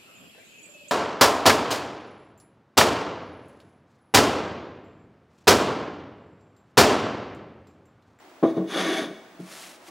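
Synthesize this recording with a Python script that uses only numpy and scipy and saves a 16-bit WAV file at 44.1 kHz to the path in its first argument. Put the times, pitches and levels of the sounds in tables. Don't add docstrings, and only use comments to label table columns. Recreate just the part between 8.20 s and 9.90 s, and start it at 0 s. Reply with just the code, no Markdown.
import sys
import numpy as np
from scipy import signal
from scipy.fft import rfft, irfft
from scipy.io import wavfile
from scipy.ndimage import uniform_filter1d

SR = 44100
rng = np.random.default_rng(int(sys.argv[2]) if len(sys.argv) > 2 else 0)


def elevation(decibels):
    levels = np.asarray(decibels, float)
    return 10 ** (levels / 20)


def materialize(psi):
    bounded = np.clip(np.atleast_2d(psi).T, -1, 1)
    quanta = np.round(bounded * 32767).astype(np.int16)
    wavfile.write(sys.argv[1], SR, quanta)


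N = 74970
T = np.arange(N) / SR
LEFT_RIGHT = np.array([[1], [-1]])

# frequency in Hz, level in dB, decay time t60 in s.
SEAT_MODES = [(148, -13, 0.21), (183, -10, 0.29), (220.4, -11, 0.42), (291.8, -6.5, 0.28), (328.6, 2, 0.27),
              (386.2, 2.5, 0.14), (476, -33.5, 0.4), (530, -16, 0.25), (647.6, 1.5, 0.17),
              (691.6, -12, 0.27), (765, -1.5, 0.096), (988, -50, 0.026), (1139, -9, 0.21),
              (1085, -23, 0.052)]
PRESSED_T60_SHARE, CONTACT_WANDER_DB = 0.65, 2.5


def level(x, db):
    return x * elevation(db) / np.sqrt(np.mean(x ** 2))


def curve(rows):
    times, db = np.array(rows).T
    return elevation(np.interp(T, times, db))


def colour(x, points):
    hz, db = np.array(points).T
    f = np.maximum(np.fft.rfftfreq(x.shape[-1], 1 / SR), 1)
    gain = elevation(np.interp(np.log(f), np.log(hz), db))
    return irfft(rfft(x) * gain, x.shape[-1])


def ring(x, hz, t60):
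    radius = np.exp(-np.log(1000) / (t60 * SR))
    angle = 2 * np.pi * hz / SR
    return signal.lfilter([0, radius * np.sin(angle)], [1, -2 * radius * np.cos(angle), radius ** 2], x)


def walk(rate):
    hold = int(SR / rate)
    steps = np.repeat(rng.standard_normal(N // hold + 1), hold)
    smooth = uniform_filter1d(uniform_filter1d(steps, hold), hold)[:N]
    return smooth / smooth.std()


def grains(rate, spread_db):
    chance, size, sign = rng.random(N), rng.exponential(size=N), rng.standard_normal(N)
    clicks = np.clip(1 - chance * SR / rate, 0, 1) ** 0.5
    return level(clicks * elevation(spread_db * size) * sign, 0)


def body(modes, force, t60_share, wander_db):
    total = np.zeros(N)
    for k, (hz, db, t60) in enumerate(modes):
        drive = force * elevation(wander_db * walk(22.6))
        total += (-1) ** k * elevation(db) * ring(drive, hz, t60 * t60_share)
    return total


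def workshop():
    # frequency in Hz, level in dB.
    murmur = [(15, -68), (25, -27), (148, -17), (276, -5.5), (361, -2), (425, -10.5), (654, -6),
              (7420, -30.5), (15800, -42)]
    # frequency in Hz, dB below the common murmur.
    murmur_side = [(30, -6), (250, -15.5), (2000, -4), (8000, -2.5), (15000, -2)]
    rise_db_per_s = 0.2
    whine_hz, whine_db = 15671, -76
    mid, side = colour(rng.standard_normal((2, N)), murmur)
    air = level(mid + colour(side, murmur_side) * LEFT_RIGHT, -51.5) * elevation(rise_db_per_s * T)
    phase = np.array([[0], [0.6]])
    return air + elevation(whine_db) * np.sqrt(2) * np.sin(2 * np.pi * whine_hz * T + phase)


def knocks():
    # start in s, level in dB, contact time in ms,
    # favoured pitch in Hz, free ringing before the hand damps it in s.
    contacts = [(0.2268, -21, 0.33, 330, 0.029), (0.2319, -12, 1.17, 301, 0.029),
                (.233, -21.5, 0.47, 664, 0.046), (0.2405, -29, 1.8, 447, 0.011),
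                (0.251, -16, 2.2, 155, 0.028), (0.297, -30, 0.93, 210, 0.045),
                (.3675, -22.5, 0.87, 321, 0.12), (0.374, -13.5, 0.86, 183, 0.2),
                (0.395, -24, 0.84, 185, 0.11), (0.557, -31, 0.33, 366, 0.012),
                (0.629, -37, 0.78, 320, 0.029), (0.676, -33.5, 0.64, 377, 0.044),
                (.817, -25.5, 1.14, 330, 0.0087), (0.832, -36, 0.42, 335, .02),
                (.87, -29, 0.91, 216, 0.037), (.903, -28, 1.2, 221, 0.041),
                (1.1923, -24.5, 1.65, 233, 0.0058), (1.199, -31, 2.1, 288, 0.0088),
                (1.204, -23.5, 2, 183, 0.096)]
    # frequency in Hz, level in dB.
    rattle_colour = [(88, -46.5), (150, -19), (339, -1.5), (681, -8.5), (948, -25), (1110, -15.5),
                     (1370, -35), (1480, -31.5), (15500, -85)]
    rattle_db, rattle_s, rattle_rise_s = -14.5, 0.025, 0.0037
    soft_rattle_drop = 2.2
    spot_db_per_oct2, far_modes_db = 69, -25.5
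    damped_db, damp_s, damped_db_per_s = -13, 0.0036, -88
    first_ring_s = 0.042

    out = np.zeros(N)
    rattle = level(colour(rng.standard_normal(N), rattle_colour), rattle_db)
    for start, db, ms, spot_hz, free_s in contacts:
        if start < contacts[4][0]:
            free_s = min(free_s, contacts[0][0] + first_ring_s - start)
        phase = (T - start) / (ms / 1000)
        age = np.maximum(T - start, 0)
        push = np.where((phase > 0) & (phase < 1), np.sin(np.pi * phase) ** 2, 0) / (ms * SR / 2000)
        wood = np.zeros(N)
        for hz, mode_db, t60 in SEAT_MODES:
            spot_db = max(-spot_db_per_oct2 * np.log2(hz / spot_hz) ** 2, far_modes_db)
            wood += elevation(mode_db + spot_db) * ring(push, hz, t60)
        grip_db = damped_db / (1 + np.exp(np.clip((start + free_s - T) / damp_s, -40, 40)))
        held = elevation(grip_db + damped_db_per_s * np.maximum(age - free_s, 0))
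        swell = (1 - np.exp(-age / rattle_rise_s)) * np.exp(-age / rattle_s)
        out += elevation(db) * (wood * held + rattle / ms ** soft_rattle_drop * swell)
    return out


def plane():
    # time in s, effort in dB.
    stroke = [(.226, -58), (.232, -16), (.31, -18), (.35, -30.5), (.372, -18.5), (.41, -34), (.465, -27),
              (.48, -16.5), (.5, -9), (.545, -1.5), (.59, 1), (.74, -1), (.808, -2.5), (.815, -4.5),
              (.86, -12), (.92, -27), (.97, -35), (1.05, -51)]
    # frequency in Hz, level in dB, decay time t60 in s.
    plane_modes = [(1210, -1, 0.034), (1467, -6, 0.13), (1627, 0, 0.034), (1864, 0, 0.053),
                   (2230, -2.5, 0.072), (2730, -18.5, 0.021), (2883, -5, 0.03), (3423, 4, 0.026),
                   (3744, 3.5, 0.018), (4550, 1.5, 0.005), (5100, -34.5, 0.008)]
    # frequency in Hz, level in dB, decay time t60 in s.
    mouth_modes = [(6300, 0, .004), (9200, -5, .0025), (10500, -4, .002)]
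    # frequency in Hz, level in dB.
    shaving_colour = [(59, -61), (100, -23.5), (319, 8.5), (457, 3.5), (668, -15), (977, -3), (3540, -8),
                      (10400, -27.5), (15500, -64)]
    fibres_per_s, fibre_spread_db = 14000, 1
    judder_db, seat_judder_db = -1, 2.5
    cut_above_hz, mouth_top_hz = 188, 11500
    shaving_fade = 0.25

    effort = curve(stroke)
    judder = elevation(judder_db * walk(69))
    tear = grains(fibres_per_s, fibre_spread_db) * judder * effort
    chips = grains(fibres_per_s, fibre_spread_db) * judder * effort

    seat_force = tear * elevation(seat_judder_db * walk(38.94))
    quick = signal.lfilter(*signal.butter(2, cut_above_hz, "high", fs=SR), seat_force)
    seat = body(SEAT_MODES, quick, PRESSED_T60_SHARE, CONTACT_WANDER_DB)
    tool = body(plane_modes, tear, 0.83, 1.2)
    shaving = colour(chips * effort ** shaving_fade, shaving_colour)
    hollows = sum(elevation(db) * ring(tear, hz, t60) for hz, db, t60 in mouth_modes)
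    mouth = signal.lfilter(*signal.butter(2, mouth_top_hz, fs=SR), np.gradient(hollows))
    return level(seat, -36.5) + level(tool, -39.5) + level(shaving, -39.5) + level(mouth, -52)


def palm():
    # time in s, level in dB.
    sweep = [(1.19, -93), (1.2, -57), (1.25, -57.5), (1.27, -51.5), (1.33, -44.5), (1.44, -44),
             (1.52, -49.5), (1.56, -54.5), (1.59, -67), (1.63, -61), (1.66, -56.5), (1.685, -49),
             (1.7, -56)]
    # time in s, level in dB.
    grip = [(1.2, -83), (1.27, -56), (1.4, -64), (1.55, -81), (1.63, -79), (1.67, -61), (1.69, -46),
            (1.7, -53)]
    # frequency in Hz, level in dB.
    hiss_colour = [(120, -35), (200, -3.5), (268, -39.5), (385, -12.5), (525, 1), (653, -2), (2170, 2),
                   (10400, -5), (15500, -17.5)]
    rub = grains(14400, 0.33)
    hiss = level(colour(rub, hiss_colour), 0)
    wood = np.gradient(body(SEAT_MODES, rub, PRESSED_T60_SHARE, CONTACT_WANDER_DB))
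    return hiss * curve(sweep) + level(wood, 0) * curve(grip)


def room(x):
    room_db, width_db = -14, -21
    low_t60_s, high_t60_s, split_hz, rise_s = 0.9, 0.2, 5800, 0.0046
    t = T[:SR]
    tails = []
    for _ in range(2):
        noise = rng.standard_normal(len(t))
        low = signal.sosfilt(signal.butter(1, split_hz, fs=SR, output="sos"), noise)
        decay = low * elevation(-60 * t / low_t60_s) + (noise - low) * elevation(-60 * t / high_t60_s)
        response = decay * np.clip(t / rise_s, 0, 1)
        tails.append(signal.fftconvolve(x, response / np.sqrt(np.sum(response ** 2)))[:N])
    return elevation(room_db) * (tails[0] + elevation(width_db) * tails[1] * LEFT_RIGHT)


def scene():
    # frequency in Hz, dB below the common sound.
    port_side = [(100, -44.5), (500, -66), (2000, -22), (5000, -19), (9000, -11.5), (15000, -9)]
    radiates_above_hz, left_db = 138, 0.8
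    slab = signal.butter(5, radiates_above_hz, "high", fs=SR, output="sos")
    near = signal.sosfilt(slab, knocks() + plane() + palm())
    scatter = rng.standard_normal(900) * np.exp(-np.arange(900) / 300)
    scattered = signal.fftconvolve(near, scatter / np.linalg.norm(scatter))[:N]
    pair = near + colour(scattered, port_side) * LEFT_RIGHT + room(near)
    return pair * elevation(left_db * LEFT_RIGHT / 2) + workshop()


def low_pass(x):
    return signal.sosfilt(signal.butter(12, 16170, fs=SR, output="sos"), x)


def record(dry):
    top_hz = 15830
    shut = signal.sosfilt(signal.ellip(8, 0.3, 70, top_hz, fs=SR, output="sos"), dry)
    return low_pass(shut)


dry = scene()
out = record(dry)
materialize(out)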